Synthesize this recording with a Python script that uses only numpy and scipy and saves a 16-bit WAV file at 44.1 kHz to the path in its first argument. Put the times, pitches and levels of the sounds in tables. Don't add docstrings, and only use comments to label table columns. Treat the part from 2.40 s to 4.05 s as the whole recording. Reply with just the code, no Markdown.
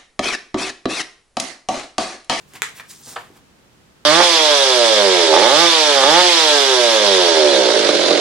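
import sys
import numpy as np
from scipy import signal
from scipy.fft import rfft, irfft
from scipy.io import wavfile
from scipy.ndimage import uniform_filter1d

SR = 44100
rng = np.random.default_rng(int(sys.argv[2]) if len(sys.argv) > 2 else 0)


def volts_from_decibels(level):
    exponent = np.asarray(level, float) / 20
    return 10 ** exponent


def output_pcm(signal):
    pcm = np.clip(np.atleast_2d(signal).T, -1, 1) * 32767
    wavfile.write(sys.argv[1], SR, np.round(pcm).astype(np.int16))


N = 72765


def across(table, size):
    hz, value = np.array(table, float).T
    bin_hz = np.maximum(np.fft.rfftfreq(size, 1 / SR), 1)
    return np.interp(np.log(bin_hz), np.log(hz), value)


def colour(x, table):
    size = x.shape[-1]
    y = irfft(rfft(x) * volts_from_decibels(across(table, size)), size)
    return y / np.sqrt(np.mean(y ** 2))


def stereo_noise(size, like):
    c = np.clip(across(like, size), 0, 1)
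    mid, side = rfft(rng.standard_normal((2, size)))
    mid, side = np.sqrt(1 + c) * mid, np.sqrt(1 - c) * side
    return irfft(np.array([mid + side, mid - side]), size) / np.sqrt(2)


def walk(rate):
    k = int(SR / rate)
    steps = np.repeat(rng.standard_normal(N // k + 1), k)
    return 1.3 * uniform_filter1d(uniform_filter1d(steps, k), k)[:N]


def room(dry):
    # (frequency [Hz], time [s])
    fade_times = [(200, 0.57), (500, 0.3), (1400, 0.25), (3700, 0.32), (9000, 0.2), (15000, 0.0667)]
    # (frequency [Hz], level [dB])
    tail_colour = [(200, 2), (500, -1.5), (1400, 2.5), (3700, -3), (7500, 1.5), (15000, 0.5)]
    # (frequency [Hz], likeness [0-1])
    tail_like = [(200, 0.54), (600, 0.88), (1500, 0.17), (4000, 0.12)]
    size, onset_s = 16384, .003
    t = np.arange(size) / SR
    bin_hz = np.maximum(np.fft.rfftfreq(size, 1 / SR), 1)
    noise = rfft(stereo_noise(size, tail_like)) * volts_from_decibels(across(tail_colour, size))
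    fade_hz, fade_s = np.array(fade_times).T
    tail = 0
    for centre_hz in 2 ** np.arange(6, 14.6, .5):
        band = np.clip(1 - 2 * np.abs(np.log2(bin_hz / centre_hz)), 0, 1)
        t60 = np.interp(np.log(centre_hz), np.log(fade_hz), fade_s)
        tail = tail + irfft(noise * band, size) * volts_from_decibels(-60 * t / t60)
    tail = tail * (1 - np.exp(-t / onset_s))
    tail = tail / np.sqrt(np.mean(np.sum(tail ** 2, axis=1)))
    return signal.fftconvolve(dry[None], tail, axes=1)[:, :N]


def pushes(times, dbs, widths):
    t = np.arange(N) / SR
    return sum(volts_from_decibels(db) * np.exp(-2 * ((t - s) / w) ** 2) / (w * SR) for s, db, w in zip(times, dbs, widths))


def ring(modes, sense):
    t = np.arange(4096) / SR
    total = 0
    for k, (hz, db, t60) in enumerate(modes):
        total = total + sense ** k * volts_from_decibels(db - 60 * t / t60) * np.sin(2 * np.pi * hz * t)
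    return total


def struck(force, modes, low_hz=345, sense=1):
    ringing = signal.fftconvolve(force, ring(modes, sense))[:N]
    bass_cut = signal.butter(3, low_hz, "high", fs=SR, output="sos")
    return signal.sosfilt(bass_cut, ringing)


def slide():
    # (time [s], hiss level [dB], then relative to the hiss: board body [dB],
    # thin-edge sizzle [dB], low rub [dB])
    strokes = [(0, -58, -1, -1, -4.5), (.05, -74, 10.5, 3, -14), (.1, -61, -3.5, 6, -14),
               (0.136, -61, 7, -3, -16), (0.136, -44, 0, 7.5, -5), (0.143, -51, 0.5, -22, 7),
               (0.162, -47, 9, -15, 6.5), (0.182, -57.5, 8, -16, -23), (0.212, -77.5, 13, -18.5, 21),
               (.235, -42, -6, -16, -15), (.29, -45.5, -3.5, -24, -8), (.34, -60.5, 3, -7, 0),
               (0.366, -49.5, 4, 8.5, -30), (0.388, -45.5, 0, 3.5, -55), (.405, -53.5, 18.5, -17, 11),
               (.42, -62, 4, -25, -41), (.48, -59, 5, 0, -20), (.495, -46, -10, 4, -18),
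               (.51, -41, -6, 3, -28), (0.538, -47, -4, 0, -32), (.56, -48, -19, -9, -32),
               (.615, -53.5, -2, 6, 1), (.635, -45.5, -19, -19, -44), (0.671, -41, -15, -5, -3.5),
               (.7, -39, -10, -1, -11.5), (0.736, -41.5, -10, -3, -2.5), (.757, -46, -15, -15, -10),
               (0.798, -55.5, 7, -16, 7), (0.849, -63, 10, -16, 2.5), (0.932, -77.5, 10, -10, 18),
               (0.972, -59.5, 4.5, -28, 7.5), (0.999, -74, 5, -11.5, 12), (1.03, -84, -8.5, -26, -10)]
    # (frequency [Hz], level [dB])
    paper_hiss = [(1500, -34), (2600, -13), (3400, 0), (5000, 3), (7400, 4), (9500, 2), (12000, -9),
                  (16000, -10)]
    # (frequency [Hz], level [dB])
    board_body = [(400, -14), (900, -5.5), (1400, -2.5), (2000, 0), (3000, -3), (4200, -9), (6000, -15.5)]
    # (frequency [Hz], level [dB])
    edge_sizzle = [(5500, -44), (8500, -8.5), (11000, -5), (13500, -4), (15500, 0.5)]
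    # (frequency [Hz], level [dB])
    low_rub = [(60, -15), (120, 9), (300, 6.5), (800, 8), (1300, 6), (2500, -5.5)]
    grains_per_s, grain_spread_db, flutter_db = 9000, 1.6, 1.6
    lag_s, pan_db, wet_db = 1 / SR, -.6, -8
    t = np.arange(N) / SR
    s, hiss_db, *relative_db = np.array(strokes).T
    near = 0
    for table, rel_db in zip((paper_hiss, board_body, edge_sizzle, low_rub), [0 * s] + relative_db):
        grains = (rng.random(N) < grains_per_s / SR) * rng.standard_normal(N)
        grains = grains * volts_from_decibels(grain_spread_db * rng.exponential(size=N))
        level_db = np.interp(t, s, hiss_db + rel_db) + flutter_db * walk(120.7)
        near = near + colour(grains, table) * volts_from_decibels(level_db)
    left = np.interp(t - lag_s, t, near) * volts_from_decibels(pan_db / 2)
    right = near * volts_from_decibels(-pan_db / 2)
    return np.array([left, right]) + volts_from_decibels(wet_db) * room(near)


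def snaps():
    # (time [s], push strength [dB], push half-width [s], room send [dB])
    contacts = [(0.22, -4, 0.000021, -5.5), (0.3981, -21, 0.00011, -4), (0.3998, -25, 0.000084, -5.5)]
    # (frequency [Hz], left level [dB], right level [dB], time to fade by 60 dB [s])
    pin_modes = [(440, -6, -6.5, 0.038), (1327, -27, -47, 0.0021), (2050, -2.5, -21, 0.0045),
                 (2423, -12, -1, 0.007), (3500, 2.5, 0.5, 0.0019), (5200, -11, -23, 0.0012),
                 (6730, -3, 1.5, 0.0018), (7580, -9, -1, 0.0024), (9500, -11, -34, .002),
                 (10720, -26, -5, 0.0035), (12800, -16, -13.5, 0.0042), (15400, -36, -28, .002)]
    low_hz = 920
    s, db, w, send_db = np.array(contacts).T
    modes = np.array(pin_modes)
    left_modes, right_modes = modes[:, [0, 1, 3]], modes[:, [0, 2, 3]]
    force = pushes(s, db, w)
    near = np.array([struck(force, left_modes, low_hz), struck(force, right_modes, low_hz)])
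    to_room = struck(pushes(s, db + send_db, w), left_modes, low_hz)
    return near + room(to_room)


def knock():
    # (time [s], push strength [dB], push half-width [s])
    contacts = [(0.7585, -33, 0.00028), (0.7621, -25, 0.00003), (0.7637, -23, 0.00018),
                (0.7664, -23.5, .0002), (0.7683, -20, 0.00019), (0.7765, -17, 0.00045),
                (0.776, -34, 0.00011), (0.7859, -49, 0.00016)]
    # (frequency [Hz], level [dB], time to fade by 60 dB [s])
    board_modes = [(463, -8.5, 0.01), (778, -3.5, 0.012), (993, -3.5, 0.022), (1130, 1, 0.0099),
                   (1576, 3.5, 0.0055), (1884, -6, 0.015), (2220, -4.5, 0.006), (2930, -6, 0.0099),
                   (3620, -3.5, 0.0048), (4780, -14.5, 0.012)]
    crunch_s, crunch_db, rise_s, fall_s = .756, -38, .005, .011
    t = np.maximum(np.arange(N) / SR - crunch_s, 0)
    swell = (1 - np.exp(-(t / rise_s) ** 2)) * np.exp(-t / fall_s)
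    crunch = volts_from_decibels(crunch_db) * swell * rng.standard_normal(N)
    return struck(pushes(*np.array(contacts).T) + crunch, board_modes, sense=-1.03)


def taps():
    # (time [s], push strength [dB], frequency [Hz], time to fade by 60 dB [s])
    fingers = [(0.9028, -35.5, 346, 0.023), (0.967, -40, 180, 0.01)]
    return sum(struck(pushes([s], [db], [.0004]), [(hz, 0, t60)], low_hz=90) for s, db, hz, t60 in fingers)


def on_board():
    near = knock() + taps()
    return near + volts_from_decibels(-6.5) * room(near)


def hum():
    # (time [s], level [dB])
    hum_level = [(0, -80), (.09, -64), (.3, -64), (.56, -64.5), (.72, -56.5), (.83, -72), (.9, -55),
                 (1, -77)]
    centre_hz, waver_db = 146.5, 2
    t = np.arange(N) / SR
    s, db = np.array(hum_level).T
    hz = centre_hz * (1 + 0.0049 * walk(8.5))
    phase = 2 * np.pi * np.cumsum(hz) / SR
    level_db = np.interp(t, s, db, right=-120) + waver_db * walk(15.4)
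    return np.sqrt(2) * volts_from_decibels(level_db) * np.sin(phase)


def room_tone():
    # (frequency [Hz], level [dB])
    air_colour = [(12, -21), (20, -25), (49, -3), (210, -1), (248, -4.5), (410, -5.5), (542, -7.5),
                  (607, -11.5), (660, -10), (1440, -12.5), (2820, -16), (7520, -22.5), (16000, -34.5)]
    # (frequency [Hz], likeness [0-1])
    air_like = [(30, .6), (120, .55), (300, .5), (700, .15), (1500, 0)]
    balance_db = np.array([[-.5], [.5]])
    return volts_from_decibels(-53) * colour(stereo_noise(N, air_like), air_colour) * volts_from_decibels(balance_db)


def scene():
    return slide() + snaps() + on_board() + hum() + room_tone()


def band_limit(x):
    return signal.sosfilt(signal.butter(12, 16990, fs=SR, output="sos"), x)


def record(dry):
    ceiling, top_hz = .92, 15900
    rounded = ceiling * np.tanh(dry / ceiling)
    treble_cut = signal.ellip(8, .2, 70, top_hz, fs=SR, output="sos")
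    mix = signal.sosfilt(treble_cut, rounded)
    return band_limit(mix)


dry = scene()
out = record(dry)
output_pcm(out)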